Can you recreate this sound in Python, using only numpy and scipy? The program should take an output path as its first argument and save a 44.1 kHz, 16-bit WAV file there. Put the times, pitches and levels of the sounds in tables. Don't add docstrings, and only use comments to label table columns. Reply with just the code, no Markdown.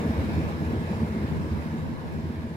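import sys
import numpy as np
from scipy import signal
from scipy.fft import rfft, irfft, next_fast_len
from scipy.io import wavfile
from scipy.ndimage import uniform_filter1d, map_coordinates

SR = 44100
rng = np.random.default_rng(int(sys.argv[2]) if len(sys.argv) > 2 else 0)


def put_to_file(sound):
    columns = np.atleast_2d(sound).T
    safe = np.clip(columns, -1, 1)
    whole_steps = np.round(safe * 32767)
    wavfile.write(sys.argv[1], SR, whole_steps.astype(np.int16))


N = 112896

ENGINE_CYCLE_HZ, GENERATOR_CYCLE_HZ, FAN_HZ = 14.131, 12.377, 160.0
CYLINDERS = 6
IN_STEP_S = 0.379

# multiple of its cycle rate, relative level in dB.
ENGINE_TONES = [(5, -46), (6, -37.5), (12, -49), (15, -43.5), (16, -45), (17, -51.5)]
GENERATOR_TONES = [(6, -41.5), (12, -44.5), (31, -61.5)]
FAN_TONES = [(1, -40), (2, -50.5)]
WHIR_TONES = [(26, -61), (32, -53), (34, -53), (36, -67), (39, -63), (46, -53.5), (60, -61.5), (65, -55),
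              (66, -81), (119, -54)]

# frequency in Hz, relative strength there in dB.
RUMBLE_COLOUR = [(20, -35), (40, -28), (55, -11), (66, -7), (82, 2.5), (120, 0), (160, -8.5), (190, -5),
                 (225, 1), (270, -5), (300, -9), (325, 0.5), (355, -12), (420, -15), (600, -32),
                 (3000, -120)]
ROAR_COLOUR = [(100, -20), (250, -8.5), (390, 2), (480, 0.5), (620, -4.5), (760, -9), (1000, -14),
               (1300, -30), (3000, -96)]
AIR_COLOUR = [(200, -31), (450, -7.5), (700, -1.5), (950, 4), (1100, 1.5), (1300, -3.5), (1500, -2),
              (1680, -0.5), (1850, -5), (2100, -4), (2700, -9), (3300, -14), (3850, -13), (4600, -17),
              (5150, -17), (6000, -21.5), (6800, -23), (9000, -26), (12500, -26.5), (15500, -32)]
BREEZE_COLOUR = [(20, -11), (45, -10.5), (75, -5.5), (130, 2), (220, 0), (400, -17.5), (700, -23.5),
                 (1500, -69), (4000, -120)]
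THROB_COLOUR = [(40, -31), (100, -10.5), (150, 1.5), (185, -0.5), (230, 4.5), (280, -5), (330, -8.5),
                (400, -14), (600, -28), (1000, -46), (3000, -120)]
THUMP_COLOUR = [(25, -34), (52, -11.5), (80, 15.5), (120, 7), (250, -17), (400, -15), (900, -54),
                (3000, -120)]

# frequency in Hz, likeness (1 is identical).
EXHAUST_LIKENESS = [(60, 1), (250, 0.94), (600, 1)]
ROAR_LIKENESS = [(400, 0.7), (900, 1)]
AIR_LIKENESS = [(400, 1), (900, 0.67), (1600, 0.42), (2200, 0.046), (2850, 0.14), (5500, 0.075),
                (9000, 0.17), (14000, 0.06)]

# time in seconds, relative level in dB.
BASS_LOUDNESS = [(0, 0.5), (.2, 1), (.3, -2), (.42, 1), (.55, -1), (.76, 2), (.87, -1), (.97, 1.5),
                 (1.22, 2.5), (1.33, -3), (1.46, -1), (1.64, -4), (1.8, -1), (1.91, -10), (1.97, -10),
                 (2.12, -10.5), (2.2, -2), (2.38, -3.5), (2.56, -8)]
AIR_LOUDNESS = [(0, -47.5), (.3, -47.5), (.5, -49), (.95, -49.5), (1.3, -50), (1.75, -51.5), (1.98, -54),
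                (2.2, -53.5), (2.56, -55.2)]
BREEZE_LOUDNESS = [(0, -53), (.2, -41), (.28, -30.5), (.4, -32), (.48, -33), (.6, -35.5), (.8, -42),
                   (1.15, -46), (1.3, -36.5), (1.48, -35), (1.54, -34), (1.6, -34), (1.7, -40.5),
                   (1.85, -33.5), (2.0, -36), (2.07, -35.5), (2.2, -37.5), (2.35, -41)]

# time of the peak in seconds, level in dB.
EXHAUST_THROBS = [(.02, -27.5), (.058, -23.5), (.106, -24), (.178, -29), (.204, -31.5), (.243, -26),
                  (.295, -27), (.385, -27), (.404, -26), (.49, -33), (.622, -27.5), (.705, -29.5),
                  (.74, -25.5), (.775, -32), (.82, -30), (.915, -27.5), (.96, -32), (1.005, -30.5),
                  (1.03, -27.5), (1.08, -38), (1.165, -30.5), (1.247, -27), (1.317, -27), (1.405, -30),
                  (1.445, -28.5), (1.472, -33.5), (1.525, -30.5), (1.59, -35), (1.667, -28.5), (1.747, -30),
                  (1.785, -34.5), (1.85, -36), (1.9, -31.5), (1.925, -31), (2.04, -33.5), (2.19, -34.5),
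                  (2.25, -32), (2.3, -31.5), (2.37, -37), (2.45, -31.5), (2.52, -32.5)]
EXHAUST_THUMPS = [(0.109, -31), (0.186, -27.5), (0.38, -26.5), (0.768, -27), (0.955, -26), (1.536, -32.5),
                  (1.72, -36), (2.375, -37)]

# frequency in Hz, lead in seconds.
LEFT_HEAD_START = [(600, .00016), (800, .00023), (1100, .00028), (1550, .00034), (2200, .00045),
                   (2850, .00052), (5400, .000555)]


def amp(db):
    return 10 ** (np.asarray(db) / 20)


def along(rows, hz):
    row_hz, values = np.transpose(rows)
    return np.interp(np.log(hz + 1), np.log(row_hz + 1), values)


def clock():
    return np.arange(N) / SR


def curve(rows):
    return np.interp(clock(), *np.transpose(rows))


def wobble(rate):
    return map_coordinates(rng.standard_normal(256), [clock() * rate + 2], mode="wrap")


def filtered(sound, response):
    size = next_fast_len(N + 8192)
    hz = np.fft.rfftfreq(size, 1 / SR)
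    return irfft(rfft(sound, size) * response(hz), size)[..., :N]


def unit(sound):
    return sound / np.sqrt(np.mean(sound ** 2) + 1e-20)


def noise(colour, likeness=None):
    def response(hz):
        alike = along(likeness, hz) if likeness else 0 * hz
        spread = np.arccos(np.clip(alike, -1, 1)) / 2
        return amp(along(colour, hz)) * [np.cos(spread), np.sin(spread)]
    mid, side = filtered(rng.standard_normal((2, N)), response)
    return unit(np.array([mid + side, mid - side]))


def steady(sound, smoothing_s=0.015):
    window = signal.windows.hann(int(2 * smoothing_s * SR))
    power = signal.fftconvolve(np.mean(sound ** 2, axis=0), window, "same")
    return unit(sound / np.sqrt(np.abs(power) + 1e-9))


def patchy(sound, depth_db):
    spectra = signal.stft(sound, nperseg=512)[2]
    patches = uniform_filter1d(rng.standard_normal(spectra.shape[1:]), size=3, axis=0)
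    patches = uniform_filter1d(patches, size=16, axis=1)
    return signal.istft(spectra * amp(depth_db * unit(patches)), nperseg=512)[1][:, :N]


def drone(cycle_hz, tones, phases, waver_db=3.2, waver_rad=0.13):
    sound = np.zeros(N)
    for multiple, db in tones:
        turns = round(multiple) * cycle_hz * (clock() - IN_STEP_S) + phases[round(multiple)]
        strength = np.sqrt(2) * amp(db + waver_db * wobble(5.84))
        sound += strength * np.sin(2 * np.pi * turns + waver_rad * wobble(4.96))
    return sound


def machine_hum():
    phases = rng.random(128)
    engine = drone(ENGINE_CYCLE_HZ, ENGINE_TONES, phases)
    generator = drone(GENERATOR_CYCLE_HZ, GENERATOR_TONES, phases)
    return engine + generator + drone(FAN_HZ, FAN_TONES, phases)


def exhaust_rumble():
    swells = amp(wobble(29.55))
    return amp(-35) * unit(swells * steady(noise(RUMBLE_COLOUR, EXHAUST_LIKENESS)))


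def engine_casing(swell_db=2.05, fade_db_per_s=3.5):
    swells = amp(swell_db * wobble(22.46))
    roar = amp(-37.5) * unit(swells * noise(ROAR_COLOUR, ROAR_LIKENESS))
    whir = drone(ENGINE_CYCLE_HZ, WHIR_TONES, rng.random(128))
    return amp(-fade_db_per_s * clock()) * (roar + whir)


def engine_room(boost_db=7, flutter_db=0.5):
    cycle_angle = 2 * np.pi * (ENGINE_CYCLE_HZ * clock() + rng.random())
    firings = 0.053 * np.cos(CYLINDERS * cycle_angle)
    uneven_cylinders = 0.041 * np.cos(cycle_angle)
    balance_db = 1.05 * np.array([[-.5], [.5]])
    level_db = curve(AIR_LOUDNESS) + boost_db + flutter_db * wobble(54.9) + balance_db
    air = patchy(noise(AIR_COLOUR, AIR_LIKENESS), depth_db=1.5)
    return amp(level_db) * (1 + firings + uneven_cylinders) * air


def breeze(lump_db=4):
    lumps = amp(lump_db * np.array([wobble(21.8), wobble(22.01)]))
    return amp(curve(BREEZE_LOUDNESS)) * unit(lumps * noise(BREEZE_COLOUR))


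def exhaust_puffs(rows, colour, width_s):
    power = sum(amp(db) ** 2 * np.exp(-((clock() - peak_s) / width_s) ** 2) for peak_s, db in rows)
    return np.sqrt(power) * steady(noise(colour, EXHAUST_LIKENESS))


def from_left(sound):
    def shift(hz):
        lead_turns = hz * along(LEFT_HEAD_START, hz)
        return np.exp(1j * np.pi * np.outer([1, -1], lead_turns))
    return filtered(sound, shift)


def scene():
    bass = amp(curve(BASS_LOUDNESS)) * (machine_hum() + exhaust_rumble())
    throbs = exhaust_puffs(EXHAUST_THROBS, THROB_COLOUR, width_s=0.01)
    thumps = exhaust_puffs(EXHAUST_THUMPS, THUMP_COLOUR, width_s=0.018)
    return from_left(bass + throbs + thumps + engine_casing() + engine_room()) + breeze()


def record(dry):
    return filtered(dry, lambda hz: hz < 15730)


dry = scene()
out = record(dry)
put_to_file(out)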